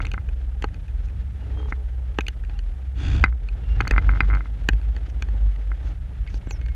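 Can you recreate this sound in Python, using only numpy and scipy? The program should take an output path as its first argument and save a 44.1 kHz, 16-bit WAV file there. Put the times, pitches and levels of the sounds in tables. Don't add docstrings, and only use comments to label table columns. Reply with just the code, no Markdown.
import sys
import numpy as np
from scipy import signal
from scipy.fft import rfft, irfft, next_fast_len
from scipy.io import wavfile
from scipy.ndimage import uniform_filter1d, map_coordinates

SR = 44100
rng = np.random.default_rng(int(sys.argv[2]) if len(sys.argv) > 2 else 0)


def store_wav(level_fs):
    pcm = np.round(np.clip(np.atleast_2d(level_fs), -1, 1) * 32767)
    wavfile.write(sys.argv[1], SR, pcm.T.astype(np.int16))


N = 297675

# f/Hz, width/Hz, gain/dB
THUD_MODES = [(205, 232, 1), (418, 123, -9), (842, 82, -7.5), (1247, 130, -13.5)]
EDGE_MODES = [(4390, 216, -0.5), (6120, 550, -5), (7300, 1200, -26), (11500, 3000, -29)]


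def amp(db):
    return 10 ** (np.asarray(db) / 20)


def unit(x):
    return x / np.sqrt(np.mean(x ** 2) + 1e-20)


def curves(rows):
    times, *columns = np.transpose(rows)
    return [np.interp(np.arange(N) / SR, times, column) for column in columns]


def wobble(rate_hz):
    knots = rng.standard_normal(int(N * rate_hz / SR) + 4)
    return map_coordinates(knots, [np.arange(N) * rate_hz / SR])


def filtered(x, response):
    size = next_fast_len(N + SR // 2)
    return irfft(rfft(x, size) * response(np.fft.rfftfreq(size, 1 / SR)), size)[..., :N]


def rush(spectrum, flutter_db, rate_hz):
    hz, db = np.transpose(spectrum)
    noise = rng.standard_normal(N) * amp(flutter_db * wobble(rate_hz))
    return unit(filtered(noise, lambda f: amp(np.interp(np.log(f + 1), np.log(hz + 1), db))))


def resonances(f, modes, soft_hz):
    ring = sum((-1) ** k * amp(db) * 1j * f * width_hz / (hz * hz - f * f + 1j * f * width_hz)
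               for k, (hz, width_hz, db) in enumerate(modes))
    return ring / (1 + 1j * f / soft_hz) ** 4


def struck(times, forces, modes, soft_hz, detune=.015, uneven_db=1.5):
    out, size = np.zeros(N + SR), 4096
    f = np.fft.rfftfreq(size, 1 / SR)
    hz, width_hz, db = np.transpose(modes)
    for start_s, force in zip(times, forces):
        shift, swing = rng.standard_normal((2, len(modes)))
        shifted = zip(hz * (1 + detune * shift), width_hz, db + uneven_db * swing)
        out[round(start_s * SR):][:size] += irfft(rfft(force, size) * resonances(f, shifted, soft_hz))
    return out[:N]


def wavering(hz, db, waver_hz=0.6, waver_db=1.1):
    phase = 2 * np.pi * np.cumsum(hz + waver_hz * wobble(8.2)) / SR
    return phase, np.sqrt(2) * amp(db + waver_db * wobble(9))


def engine_boom(throb_hz=6.1, throb_ref_s=4.73):
    low_tone = [(0, 42.2, -28, 3), (.55, 43.1, -29, 5), (.75, 43.9, -31, 3), (.92, 43.5, -32, 10.5),
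                (1.02, 43.37, -24, 0), (1.35, 44.8, -44.5, -9), (1.8, 45.27, -33.5, -11.5),
                (2.2, 46.72, -37, 16), (2.4, 43.57, -28.5, 2.5), (2.7, 41.76, -20.5, 0),
                (2.87, 44.3, -58, -4), (3.25, 49.74, -19, -1.5), (3.4, 46.9, -33, 10),
                (3.52, 44.9, -20, -2.5), (3.63, 50.4, -34, -8), (3.76, 51.06, -14, 0.5),
                (3.88, 48.4, -47, -6), (3.93, 48.94, -13.5, 5.5), (4.2, 50.55, -17, 2.5),
                (4.36, 50.4, -15, -2.5), (4.42, 47.9, -30, 6), (4.52, 51.56, -21, 2),
                (4.62, 48.34, -35, -12), (4.74, 52, -19, 7.5), (5.1, 51.06, -27.5, 0),
                (5.5, 49.43, -17, -4), (5.85, 49.32, -30, 9.5), (6.0, 42.95, -34.5, 4.5),
                (6.32, 44.55, -26.5, 7.5), (6.42, 46.57, -32, 2), (6.75, 41.1, -25.5, 1)]
    high_tone = [(0, 63.44, -33.5), (.44, 62.6, -25), (.68, 64.9, -31), (.82, 59.83, -34),
                 (.94, 62.88, -28), (1.44, 62.53, -30.5), (1.54, 63.2, -25.5), (2.27, 60.6, -27.5),
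                 (2.63, 64.15, -37.5), (2.89, 62.8, -25.5), (3.0, 61, -31), (3.2, 61.99, -21.5),
                 (3.33, 60.9, -16.5), (3.42, 59, -32.5), (3.78, 61.57, -21), (3.87, 64.59, -43),
                 (4.41, 69.58, -54), (4.69, 68.68, -30.5), (5.37, 64.98, -31), (5.67, 66, -41),
                 (5.95, 65.28, -29.5), (6.1, 64.7, -30), (6.2, 58.24, -29.5), (6.37, 56.1, -25.5),
                 (6.46, 58.27, -41), (6.68, 58.3, -20.5), (6.75, 58.84, -34)]
    low_hz, low_db, throb_db = curves(low_tone)
    throb = np.cos(2 * np.pi * throb_hz * (np.arange(N) / SR - throb_ref_s))
    low_phase, low_amp = wavering(low_hz, low_db + throb_db * throb)
    high_phase, high_amp = wavering(*curves(high_tone))
    low = low_amp * (np.sin(low_phase) + (0.013 + 0.34 * low_amp) * np.cos(2 * low_phase))
    high = high_amp * (np.sin(high_phase) + 0.07 * np.cos(2 * high_phase))
    return low + high, low_phase, high_phase


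def road(boom_phase, gravel_follows=0.87, gravel_rise_db_per_s=0.07):
    swells = [(0, -30, -43.5), (.12, -38, -53.5), (1.35, -41.5, -55), (1.5, -41.5, -48.5), (1.68, -37, -49),
              (1.82, -42.5, -54.5), (2.9, -41, -54.5), (3.1, -28, -49), (3.2, -24.5, -42),
              (3.36, -39, -52.5), (3.6, -39, -51.5), (3.86, -26, -46), (4.1, -34, -43),
              (4.28, -27.5, -45.5), (4.5, -38.5, -52), (5.2, -37, -51), (5.77, -38.5, -51.5),
              (5.87, -32, -47.5), (5.97, -42.5, -55), (6.35, -32, -52), (6.75, -38.5, -54)]
    # f/Hz, rel. density/dB
    rumble_spectrum = [(14, -19), (26, -14.5), (42, 2.5), (70, 0.5), (108, -6.5), (130, -14), (160, -16.5),
                       (220, -26.5), (300, -75.5), (400, -120)]
    body_spectrum = [(130, -6.5), (210, 1), (290, 3.5), (350, -3.5), (440, -1.5), (600, -6), (850, -6.5),
                     (1050, -17), (1400, -17.5), (2200, -61.5), (3500, -120)]
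    gravel_spectrum = [(600, -16), (1050, -14.5), (1250, -6.5), (1700, -6), (2150, -9), (2700, -11.5),
                       (3450, -13.5), (3900, -17.5), (5000, -24), (7000, -30), (9000, -51), (11000, -120)]
    t = np.arange(N) / SR
    rumble_db, body_db = curves(swells)
    gravel_db = -57 + gravel_follows * (body_db - body_db.mean()) + gravel_rise_db_per_s * (t - t.mean())
    shake = 1 + 0.2 * np.sin(boom_phase)
    rumble = amp(rumble_db + 6.5) * rush(rumble_spectrum, flutter_db=3.5, rate_hz=5.4)
    body = amp(body_db + 0.5) * shake * rush(body_spectrum, flutter_db=2.5, rate_hz=58)
    gravel = amp(gravel_db) * rush(gravel_spectrum, flutter_db=2.5, rate_hz=89)
    return rumble + body + gravel


def hiss_and_band():
    # f/Hz, rel. density/dB
    hiss_spectrum = [(3000, -36), (5000, -5), (9500, -5), (12000, -9.5), (13200, -14.5), (15000, -28.5),
                     (16000, -61)]
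    band_spectrum = [(9800, -29), (10700, 2.5), (11700, -34)]
    hiss = amp(-74) * rush(hiss_spectrum, flutter_db=0.3, rate_hz=3.1)
    return hiss + amp(-86) * rush(band_spectrum, flutter_db=4, rate_hz=45)


def latch(dull_hz=2380):
    blows = [(0.003, -23.5), (0.048, -30), (0.1412, -26), (0.1782, -27.5), (1.723, -20), (3.2395, -7),
             (3.26, -22), (3.268, -27), (3.279, -29), (3.3252, -33), (3.8045, -14.5), (3.8188, -25.5),
             (3.8514, -27.5), (3.872, -22), (3.9227, -28.5), (3.9286, -34), (3.936, -23), (3.944, -30),
             (3.9508, -35), (3.9621, -21), (3.98, -13.5), (4.0152, -43), (4.024, -35), (4.0345, -36.5),
             (4.0434, -32.5), (4.064, -40), (4.0916, -19), (4.1031, -29), (4.1131, -29), (4.1258, -34),
             (4.1353, -28.5), (4.151, -31.5), (4.1581, -27.5), (4.1718, -30), (4.1856, -46), (4.205, -9.5),
             (4.2148, -35), (4.2235, -37), (4.2324, -28.5), (4.2449, -34), (4.3003, -25), (4.3085, -26),
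             (4.3176, -28.5), (4.33, -26), (4.337, -24.5), (4.3485, -26), (4.357, -26), (4.3698, -27),
             (4.3808, -35), (4.4066, -28), (4.4569, -34), (5.7163, -29.5)]
    # f/Hz, width/Hz, gain/dB
    low_modes = [(830, 540, -16), (1430, 210, -2), (1750, 290, -9), (2108, 98, -1)]
    high_modes = [(2440, 123, -4), (3960, 60, -16), (4580, 77, -14), (5750, 110, -32)]
    times, db = np.transpose(blows)
    db, t = db[:, None], np.arange(128) / SR
    touch_s = 2.3e-5 * amp(-.4 * db)
    roughness = 1 + .08 * rng.standard_normal((len(blows), len(t)))
    pulse = roughness * np.exp(-((t - .0003) / touch_s) ** 2 / 2) / (touch_s * SR)
    force = amp(db + 32) * pulse
    hard_force = amp(2 * db + 38.5) * pulse
    thud = amp(-12.5) * struck(times, force, THUD_MODES[:2], soft_hz=2450)
    crack = amp(-41) * struck(times, force, EDGE_MODES[1:], soft_hz=16000)
    ring = amp(-2) * struck(times, force, low_modes, soft_hz=9000)
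    ring = filtered(ring, lambda f: 1 / (1 - (f / dull_hz) ** 2 + 0.9j * f / dull_hz))
    return thud + crack + ring + struck(times, hard_force, high_modes, soft_hz=7100)


def camera_mount(contact_s=0.004, judder_start_s=1.571, judder_gap_s=0.028):
    # t/s, rel. level/dB, then offsets/dB for deep thud, hollow knock, low ring, edge, ping
    jolts = [(0.0161, -35.5, -11, -15, -9, -7, -9), (0.0509, -26.5, -27, -15, -18, -11, -16),
             (0.066, -29.5, -27, -23, -10, -10, -18), (0.1147, -29, -17, -8, -15, -6, -8),
             (0.1358, -33, 6.5, -1, -9, -7, -6), (0.2869, -42.5, -15, -2, -2.5, -10, -15),
             (0.622, -30.5, 1, -4, -1, -8, -1.5), (0.6401, -29.5, 10, 18, 2, -9, -7),
             (0.7421, -40, -3, -4, -2, -11, -5.5), (2.185, -19, 7.5, 10.5, 2.5, -9.5, -17),
             (2.2066, -23.5, -15, -27, -14, -5, -15), (2.2651, -28.5, -9, -12, -17, -15, -12),
             (2.2812, -20, -12, -12, -3.5, -6.5, -8.5), (2.4473, -45.5, -10, -4, -4, -11, -9),
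             (2.4945, -44.5, 13, 4, -4, -9, -10), (2.589, -41.5, -4, 0, 1.5, 0.5, -4),
             (3.217, -46, -10, -7, -3, -11.5, -9), (3.2254, -39, 4, 7, 2, -15, -23),
             (3.4853, -36, -7, -10, -4.5, -14, -8.5), (3.78, -50, -5, -5, 8, -14, -15),
             (3.8066, -22, 5, 1.5, -2, -9.5, -12), (3.8759, -29, 7, -8, 0, 5.5, 0.5),
             (3.9085, -18.5, 5, 3.5, 2, -9, -6.5), (4.349, -39, -15, 3, -11, -7, -4),
             (4.6866, -15, 6, -1, 0.5, -1.5, -6), (4.7315, -36.5, 11, -1, -2, -6, -7),
             (4.8123, -41.5, -7, -6, -5, -10, -14), (4.963, -37.5, 3, -1, -2, -10, -8),
             (5.2218, -28.5, 1, -8, -2.5, -2.5, -9), (5.285, -43, 9.5, 7, 4, -13, -11),
             (5.5591, -42.5, -10, -7, 0, -16, -11), (6.2735, -41.5, -17, -17, -12, -18, -10),
             (6.3405, -43.5, 18.5, 6, -6, -7, -4), (6.4699, -48, 24.5, -7, 3, 0, -11),
             (6.5074, -30, -13, 5.5, -7, -0.5, -6.5), (6.612, -44.5, 10, -3, -1, -5, -8),
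             (6.66, -43, -8, 0, -3, -10, -5.5), (6.6828, -44, -16, -8, 0, -9, -6)]
    tick = (-51, -11, -16, 3.5, -4.5, -16)
    housing_modes = [(1600, 220, -3), (1988, 190, -6.5), (2480, 230, -2.5), (2950, 300, -7),
                     (3500, 350, -11.5)]
    judder = [(judder_start_s + k * judder_gap_s, -58.5, 0, 29, 4, -15, -17) for k in range(5)]
    ticks = [(when * N / SR, tick[0] + 3.5 * (size - .5), *tick[1:]) for when, size in rng.random((8, 2))]
    columns = np.transpose(jolts + judder + ticks)
    times, t = columns[0], np.arange(512) / SR
    db, deep_db, hollow_db, low_db, edge_db, ping_db = columns[1:, :, None]
    contact = np.sin(np.pi * np.clip(t / contact_s, 0, 1))
    grit = amp(db + 21.5) * rng.standard_normal((len(times), len(t))) * contact
    mid_s = times + contact_s / 2
    hollow_force = amp(db + hollow_db + 39.5)
    knock = struck(mid_s, hollow_force, THUD_MODES[1:2], soft_hz=2350)
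    knock += struck(mid_s, hollow_force, THUD_MODES[2:], soft_hz=2360)
    thud = struck(mid_s, -amp(db + deep_db + 32.5), THUD_MODES[:1], soft_hz=938)
    ring = struck(times, amp(low_db) * grit, housing_modes[:2], soft_hz=5680)
    ring += struck(times, grit, housing_modes[2:], soft_hz=5500)
    ping = struck(times, amp(ping_db - 3.5) * grit, EDGE_MODES[:1], soft_hz=16200)
    edge = struck(times, amp(edge_db - 8) * grit, EDGE_MODES[1:], soft_hz=15600)
    return knock + thud + ring + ping + edge


def cabin_echo(x, rt60_s=0.031):
    t = np.arange(SR // 5) / SR
    dull_noise = uniform_filter1d(rng.standard_normal(len(t)), size=10)
    tail = dull_noise * amp(-60 * t / rt60_s) * (t > .003)
    return signal.fftconvolve(x, tail / np.linalg.norm(tail))[:N]


def brushes():
    strokes = [(1.032, 0.036, -63), (1.674, 0.044, -59.5), (5.086, 0.022, -54), (5.823, 0.091, -60),
               (6.279, 0.051, -62), (6.322, 0.065, -55.5)]
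    spectrum = [(1500, -19), (3000, -5), (4500, -8), (6300, -5), (7500, -18), (11000, -25), (15000, -43)]  # f/Hz, rel. density/dB
    t = np.arange(N) / SR
    envelope = sum(amp(db) * np.sin(np.pi * np.clip((t - start_s) / length_s, 0, 1))
                   for start_s, length_s, db in strokes)
    return envelope * rush(spectrum, flutter_db=-3, rate_hz=97)


def squeaks(octave_db=-21.5):
    rubs = [(1.384, 0.071, 2842, 2890, -62, .3), (1.40, 0.45, 430, 425, -51.5, .2),
            (1.429, .26, 290, 318, -50, .2), (1.534, 0.15, 3180, 3220, -55, 0.11),
            (2.504, 0.079, 842, 789, -53, .1), (2.547, 0.022, 2820, 2720, -56, .2),
            (3.624, 0.22, 2754, 2839, -56.5, .25), (6.271, 0.04, 2130, 2400, -49, 0.9),
            (6.483, 0.062, 7800, 5900, -55, .55), (6.512, 0.03, 6400, 5550, -52.5, .75),
            (6.53, 0.052, 5700, 5120, -55, .5), (6.403, 0.65, 2202, 2120, -58, 0.19)]
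    out = np.zeros(N + SR)
    flutter, shiver = np.pad(wobble(50), (0, SR)), np.pad(wobble(700), (0, SR))
    for start_s, length_s, start_hz, end_hz, db, shake_rad in rubs:
        start, count = round(start_s * SR), round(length_s * SR)
        span = slice(start, start + count)
        progress = np.arange(count) / (length_s * SR)
        hz = start_hz + (end_hz - start_hz) * progress
        phase = 2 * np.pi * np.cumsum(hz) / SR + shake_rad * shiver[span]
        envelope = amp(db + (2.8 + 3.7 * shake_rad) * flutter[span]) * np.sqrt(np.sin(np.pi * progress))
        out[span] += envelope * (np.sin(phase) + amp(octave_db) * np.sin(2 * phase))
    return out[:N]


def drag(boom_phase, start_s=2.95, attack_s=0.091, hold_s=0.12, release_s=0.081, deepen_per_s=2.4):
    panel_modes = [(1490, 300, 1), (2010, 220, -3.5), (2380, 200, 0), (2820, 190, -0.5), (3380, 200, 1),
                   (3780, 220, -7.5), (4020, 300, -15), (4600, 300, -5), (4850, 350, -8.5), (6250, 450, -9),
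                   (7000, 500, -11.5), (9100, 1500, -22)]
    low_spectrum = [(170, -15.5), (280, 1), (500, -23), (800, -16), (1050, -26), (1500, -67), (3000, -120)]
    t = np.arange(N) / SR
    stroke = np.interp(t, start_s + np.cumsum([0, attack_s, hold_s, release_s]), [0, 1, 1, 0])
    depth = np.clip(deepen_per_s * (t - start_s), 0, 1)
    pressure = np.exp(depth * np.sin(boom_phase) - depth ** 2 / 2)
    grains = rng.standard_normal(N) * amp(1.5 * wobble(400))
    ring = amp(-2) * unit(filtered(grains, lambda f: resonances(f, panel_modes, soft_hz=11000)))
    return amp(-39) * stroke * (pressure * ring + rush(low_spectrum, flutter_db=2, rate_hz=160))


def gain_control(x, threshold_db=-3, cut_db_per_db=1.34, lag_s=0.019, recover_db_per_s=18.5):
    ramp_db = recover_db_per_s * np.arange(N) / SR
    lag = round(lag_s * SR) + 1
    over_db = np.maximum(20 * np.log10(np.abs(x[0]) + 1e-9) - threshold_db, 0)
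    cut_db = np.maximum.accumulate(cut_db_per_db * over_db + ramp_db) - ramp_db
    return x * amp(-uniform_filter1d(np.pad(cut_db, (lag, 0))[:N], size=lag))


def scene():
    hits = latch() + camera_mount()
    boom, low_phase, high_phase = engine_boom()
    cabin = boom + road(low_phase) + drag(high_phase)
    return (cabin + hits + amp(-20.5) * cabin_echo(hits) + squeaks() + hiss_and_band() + brushes())[None]


def record(dry):
    bass_hz, ceiling, top_hz = 22, .98, 15800
    heard = gain_control(filtered(dry, lambda f: (1j * f / (bass_hz + 1j * f)) ** 2))
    rounded = heard / (1 + np.abs(heard / ceiling) ** 6) ** (1 / 6)
    return filtered(rounded, lambda f: f < top_hz)


dry = scene()
out = record(dry)
store_wav(out)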